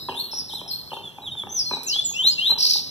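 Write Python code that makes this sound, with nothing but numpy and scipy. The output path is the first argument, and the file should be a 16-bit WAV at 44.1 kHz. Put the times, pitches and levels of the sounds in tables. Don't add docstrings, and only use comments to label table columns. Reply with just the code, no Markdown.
import sys
import numpy as np
from scipy import signal
from scipy.fft import rfft, irfft
from scipy.io import wavfile
from scipy.ndimage import uniform_filter1d

SR = 44100
rng = np.random.default_rng(int(sys.argv[2]) if len(sys.argv) > 2 else 0)


def output_pcm(signal):
    pcm = np.clip(np.atleast_2d(signal).T, -1, 1) * 32767
    wavfile.write(sys.argv[1], SR, np.round(pcm).astype(np.int16))


def ratio_of_db(decibels):
    return 10 ** (np.asarray(decibels, float) / 20)


N = 127890
LEAD = SR // 5

# second harmonic in dB, third harmonic in dB.
OVERTONES = [(-21, -14.5), (-22, -22.5), (-24, -28), (-31.5, -26.5), (-55, -44)]


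def evened(x):
    return x / np.sqrt(np.mean(x ** 2) + 1e-20)


def read(points, hz):
    f, value = np.transpose(points)
    return np.interp(np.log(hz + 1), np.log(f + 1), value)


def add(mix, s, sound):
    part = mix[round(s * SR) + LEAD:][:len(sound)]
    part += sound[:len(part)]


def drift(count, size):
    return evened(uniform_filter1d(uniform_filter1d(rng.standard_normal(count), size), size))


def whistle(hz, level_db, second_db, third_db):
    waver, haze_db, flutter_db, fade_samples = .002, -24, 1.2, 200
    count = len(hz)
    turn = 2 * np.pi * np.cumsum(hz * (1 + waver * drift(count, size=60))) / SR
    third = np.sin(3 * turn) * (hz < SR / 8)
    fourth = .5 * np.sin(4 * turn) * (hz < SR / 12)
    upper = ratio_of_db(second_db) * np.sin(2 * turn) + ratio_of_db(third_db) * (third + fourth)
    tone = np.sin(turn) * (1 + ratio_of_db(haze_db) * drift(count, size=10))
    tone = tone + upper * (1 + .5 * drift(count, size=45))
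    i = np.arange(count)
    edge = np.minimum(np.minimum(i, i[::-1]) / fade_samples, 1)
    return np.sqrt(2) * tone * edge * ratio_of_db(level_db + flutter_db * drift(count, size=120))


def phrase(notes, overtones):
    out = np.zeros(N + LEAD)
    for note in notes:
        s, hz, db = np.transpose(note)
        s = np.sort(s)
        t = np.arange(s[0], s[-1], 1 / SR)
        glide_hz = uniform_filter1d(np.interp(t, s, hz), size=400)
        add(out, s[0], whistle(glide_hz, np.interp(t, s, db), *overtones))
    return out


def songbirds():
    # time in seconds, pitch in Hz, level in dB.
    warble = [
        [(-.09, 5257, -40.5), (-.06, 5120, -41), (-.03, 3785, -35), (-.005, 4140, -88)],
        [(.083, 3553, -50), (.1, 3000, -50.5), (.122, 2420, -59), (.152, 3332, -49), (.178, 3608, -41.5),
         (.2, 4293, -37), (.225, 4417, -48.5), (.25, 4260, -37)],
        [(.31, 5530, -48), (.332, 5160, -37.5), (.357, 5862, -45.5), (.382, 5590, -37.5), (.407, 4730, -38.5)],
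        [(.485, 4380, -45), (.51, 3018, -52), (.54, 4075, -41), (.565, 3800, -50), (.6, 3092, -45.5)],
        [(.675, 5278, -40.5), (.695, 5367, -43.5), (.715, 4054, -37.5), (.76, 4356, -51.5), (.785, 4410, -42)],
        [(.89, 3714, -63), (.92, 2595, -49), (.94, 3770, -52), (.965, 3100, -54.5), (1.01, 3105, -73)],
    ]
    neighbour = [
        [(1.01, 3643, -60), (1.05, 3498, -47), (1.085, 3270, -48.5), (1.12, 3270, -71)],
        [(1.215, 3926, -53.5), (1.25, 3794, -48.5), (1.275, 3304, -40.5), (1.3, 2876, -52.5)],
        [(1.31, 3668, -42), (1.34, 3680, -52), (1.35, 3640, -78), (1.365, 3577, -49.5), (1.39, 3513, -37),
         (1.43, 3276, -48)],
        [(2.03, 8470, -72), (2.052, 7220, -25.5), (2.08, 6747, -35), (2.125, 6570, -37)],
        [(2.14, 4900, -48), (2.17, 5910, -50.5), (2.2, 6100, -65)],
        [(2.26, 5320, -46.5), (2.285, 6500, -36.5), (2.31, 7600, -37)],
        [(2.3, 5390, -49.5), (2.325, 4840, -30), (2.35, 4350, -63)],
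        [(2.375, 3400, -57), (2.4, 3850, -50), (2.43, 4000, -61)],
    ]
    falls = [
        [(1.487, 5570, -57), (1.5, 6134, -44), (1.54, 6260, -40), (1.58, 5850, -31.5), (1.615, 4616, -26)],
        [(1.645, 4226, -46), (1.665, 4200, -37.5), (1.69, 4190, -40), (1.715, 4126, -39), (1.75, 3917, -36.5),
         (1.83, 3935, -60)],
        [(1.86, 7870, -39.5), (1.872, 6700, -36), (1.89, 5600, -32.5), (1.92, 4430, -32.5),
         (1.955, 3620, -43.5)],
    ]
    rises = [
        [(1.86, 2543, -56), (1.92, 2910, -41.5), (1.96, 3374, -33.5), (2.0, 3470, -30), (2.03, 3570, -64)],
        [(2.13, 2500, -55), (2.165, 2760, -40), (2.195, 3061, -34.5), (2.22, 3160, -37), (2.245, 3710, -29.5),
         (2.268, 4076, -22), (2.3, 4320, -27.5), (2.325, 3970, -55)],
        [(2.365, 2777, -61), (2.39, 2720, -33.5), (2.42, 3110, -36.5), (2.44, 3250, -30.5), (2.46, 3600, -30),
         (2.478, 3954, -26), (2.51, 4065, -23.5), (2.525, 3947, -40), (2.54, 3880, -63)],
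    ]
    # left over right in dB, close reflections in dB, wall echo in dB, yard in dB.
    perches = [(1.2, -4, -7, -0.5), (-1.5, -8.5, -63, -6), (3.5, -6.5, -8.5, -4), (3.5, -5, -8, -9.5)]
    songs = zip((warble, neighbour, falls, rises), OVERTONES, perches)
    return sum(place(phrase(notes, overtones), *perch) for notes, overtones, perch in songs)


def trill():
    # middle of the sweep in seconds, level in dB.
    sweeps = [(2.588, -28.5), (2.598, -28.5), (2.610, -21), (2.618, -36), (2.631, -19.5), (2.64, -29),
              (2.652, -19.5), (2.666, -24), (2.673, -21.5), (2.69, -29.5), (2.7, -22), (2.711, -19.5),
              (2.724, -29), (2.739, -21), (2.748, -27.5), (2.761, -29), (2.77, -25.5), (2.783, -27),
              (2.797, -33)]
    sweep_s, sharpness, hiss_db = .015, 0.4, -16
    throat_hz, throat_db = 5350, -30
    u, out = np.linspace(0, 1, round(sweep_s * SR)), np.zeros(N + LEAD)
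    shapes = np.linspace((6404, 3800, 1), (7767, 3100, .75), len(sweeps))
    for (s, db), (start_hz, end_hz, bend) in zip(sweeps, shapes):
        hz = start_hz * (end_hz / start_hz) ** u ** bend * rng.uniform(.96, 1.04)
        tone = whistle(hz, db + throat_db * np.log2(hz / throat_hz) ** 2, *OVERTONES[-1])
        hiss = signal.lfilter(*signal.butter(2, .12, 'high'), rng.standard_normal(len(u)))
        swell = abs(np.sin(np.pi * u)) ** sharpness
        add(out, s - sweep_s / 2, (tone + hiss * ratio_of_db(db + hiss_db)) * swell)
    return out


def flap():
    start_s, level_db, t60_s = 1.832, -35.5, 0.058
    t, out = np.arange(8000) / SR, np.zeros(N + LEAD)
    rustle = signal.lfilter(*signal.butter(2, .2, 'high'), rng.standard_normal(len(t)))
    add(out, start_s, rustle * ratio_of_db(level_db - 60 * t / t60_s))
    return out


def knocks():
    # time in seconds, peak level in dB, main ring in Hz.
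    onsets = [(0.088, -21, 975), (0.094, -21.5, 874), (0.122, -29, 945), (0.149, -30.5, 838),
              (0.333, -31, 884), (0.498, -41, 860), (0.536, -32, 870), (0.615, -29, 964),
              (0.663, -36.5, 794), (0.919, -25, 926), (0.933, -23.5, 862), (0.97, -25.5, 918),
              (1.185, -30, 851), (1.24, -38, 864), (1.353, -35, 861), (1.436, -27.5, 944),
              (1.471, -28, 814), (1.526, -35, 855), (1.713, -17.5, 980), (1.735, -23, 851),
              (1.77, -27, 846), (1.793, -48.5, 840), (1.962, -32.5, 830), (2.114, -42, 850),
              (2.223, -40, 977), (2.248, -31, 793), (2.501, -29.5, 950), (2.52, -23.5, 838),
              (2.561, -35.5, 906), (2.579, -34, 945), (2.652, -36.5, 960), (2.757, -30.5, 860)]
    # frequency in Hz, level in dB, t60 in seconds.
    wood = [(900, 11.5, 0.021), (1092, 5.5, 0.014), (422, -6, 0.051), (557, 1.5, 0.022), (244, -12, 0.064),
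            (1537, -2, 0.013), (2500, -9, 0.02)]
    trim_db, tick_db, tick_t60_s, mode_spread = -2, -30, 0.014, .24
    t, out = np.arange(5000) / SR, np.zeros(N + LEAD)
    hz, mode_db, t60_s = np.transpose(wood)[:, :, None]
    chances = .5 + rng.random((len(onsets), 2, len(wood)))
    for (s, db, ring_hz), (struck, off) in zip(onsets, chances):
        spread_hz = hz * (1 + mode_spread * (off[:, None] - 1))
        tuned_hz = np.vstack([[ring_hz], spread_hz[1:]])
        modes = ratio_of_db(mode_db - 60 * t / t60_s) * np.sin(2 * np.pi * tuned_hz * t)
        tick = uniform_filter1d(rng.standard_normal(len(t)), size=3) * ratio_of_db(tick_db - 60 * t / tick_t60_s)
        onset = np.minimum(t / .004, 1)
        add(out, s - .002, ratio_of_db(db + trim_db) * onset * (struck @ modes + tick))
    return out


def yard(x):
    # frequency in Hz, t60 in seconds.
    decay = [(300, 1), (1000, 0.46), (3000, 1), (5500, 0.67), (12000, 0.71)]
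    taps = np.zeros((2, SR))
    at = np.arange(400, SR - 20, 20) + rng.integers(0, 20, (2, (SR - 401) // 20))
    np.put_along_axis(taps, at, rng.choice([-1., 1.], at.shape), 1)
    hz, t, z = signal.stft(taps, SR, nperseg=256)
    tail = signal.istft(z * ratio_of_db(-60 * t / read(decay, hz)[:, None]), SR, nperseg=256)[1]
    return signal.fftconvolve(x[None], tail / np.linalg.norm(tail[0]), axes=1)[:, :len(x)]


def place(x, pan_db, early_db, echo_db, yard_db):
    echo_s, far_echo_s, far_echo_db = (.0245, .0246), 0.14, -51
    taps = np.zeros((2, SR // 7))
    at, sign = rng.integers(60, 900, 8), rng.uniform(-1, 1, (3, 8))
    for side in range(2):
        taps[side, at] = ratio_of_db(early_db) * (sign[2] + 0.57 * sign[side])
        taps[side, round(echo_s[side] * SR)] = ratio_of_db(echo_db)
        taps[side, round(far_echo_s * SR)] = ratio_of_db(far_echo_db)
        taps[side, 0] = 1
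    near = signal.fftconvolve(x[None], taps, axes=1)[:, :len(x)]
    tail = yard(x)
    tail = np.array([tail[0], .93 * tail[0] + .36 * tail[1]])
    return near * ratio_of_db(np.array([[pan_db / 2], [-pan_db / 2]])) + ratio_of_db(yard_db) * tail


def hum():
    # frequency in Hz, level in dB per Hz.
    city = [(42, -50), (65, -0.5), (140, 9.5), (500, -3.5), (900, -4), (1900, -18), (3300, -32),
            (5200, -20.5), (7500, -26), (14000, -26.5)]
    # frequency in Hz, left-right likeness from 0 to 1.
    likeness = [(30, .1), (130, 0.65), (300, 0.32), (700, 0.74), (1500, 1), (3000, 0.73)]
    level_db, patch_db, pan_db = -48.5, 2, 2.2
    frames, hz = N // 256 + 5, np.fft.rfftfreq(1024, 1 / SR)
    a, b, c, d, patches = rng.standard_normal((frames, 513, 5)).T
    patches = evened(uniform_filter1d(uniform_filter1d(patches, size=8, axis=0), size=12, axis=1))
    same = np.clip(read(likeness, hz), -1, 1)[:, None]
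    left, other = a + 1j * b, c + 1j * d
    z = np.array([left, same * left + np.sqrt(1 - same ** 2) * other])
    balance_db = np.array([pan_db / 2, -pan_db / 2])[:, None, None]
    z = z * ratio_of_db(read(city, hz)[:, None] + patch_db * patches + balance_db)
    return ratio_of_db(level_db) * evened(signal.istft(z, nperseg=1024, noverlap=768)[1][:, :N])


def scene():
    birds = songbirds() + place(trill() + flap(), pan_db=.5, early_db=-11, echo_db=-11, yard_db=-8)
    wood = knocks()
    tail = yard(wood)
    boards = wood + ratio_of_db(-4.5) * (tail.mean(0) + .5 * tail)
    return (birds + boards)[:, LEAD:] + hum()


def masked(x):
    mask_db, hole_db = -9.5, -35
    hz, _, z = signal.stft(np.array([x[0] + x[1], x[0] - x[1]]) / 2, SR, nperseg=1024)
    power = uniform_filter1d(abs(z) ** 2, size=3, axis=2)
    band = np.repeat(power[:, :512].reshape(2, 64, 8, -1).mean(2), 8, axis=1)
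    around = uniform_filter1d(band ** .5, size=64, axis=1)
    weak = band < (ratio_of_db(mask_db) * around) ** 2
    open_hz = (hz > 1900) & (hz < 2650) | (hz > 4400)
    weak = np.concatenate([weak, weak[:, :1]], axis=1) & open_hz[:, None]
    mid, side = signal.istft(z * np.where(weak, ratio_of_db(hole_db), 1), SR, nperseg=1024)[1][:, :N]
    return np.array([mid + side, mid - side])


def band_limit(x):
    return signal.sosfilt(signal.butter(12, 15130, fs=SR, output="sos"), x)


def record(dry):
    # frequency in Hz, gain in dB.
    mic = [(1700, 0.08), (2250, 10), (2800, 9.5), (7500, 4), (9400, 0), (11000, 8), (13600, 6.5)]
    ceiling, edge_hz, treble_right_db, right_lag_s = .45, 14300, 7.5, .000425
    hz = np.fft.rfftfreq(N, 1 / SR)
    dry = ceiling * np.tanh(dry / ceiling)
    tilt_db = treble_right_db * np.clip(hz / 12000, 0, 1) ** 2 * np.array([[-.5], [.5]])
    treble = np.interp(hz, (1400, 2000), (0, 1))
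    lag = (2 * np.pi * hz * right_lag_s - np.pi) * treble * np.array([[0], [1]])
    response = np.exp(-1j * lag) * ratio_of_db(read(mic, hz) + tilt_db) * (hz < edge_hz)
    coloured = irfft(rfft(dry) * response, N)
    return band_limit(masked(coloured))


dry = scene()
out = record(dry)
output_pcm(out)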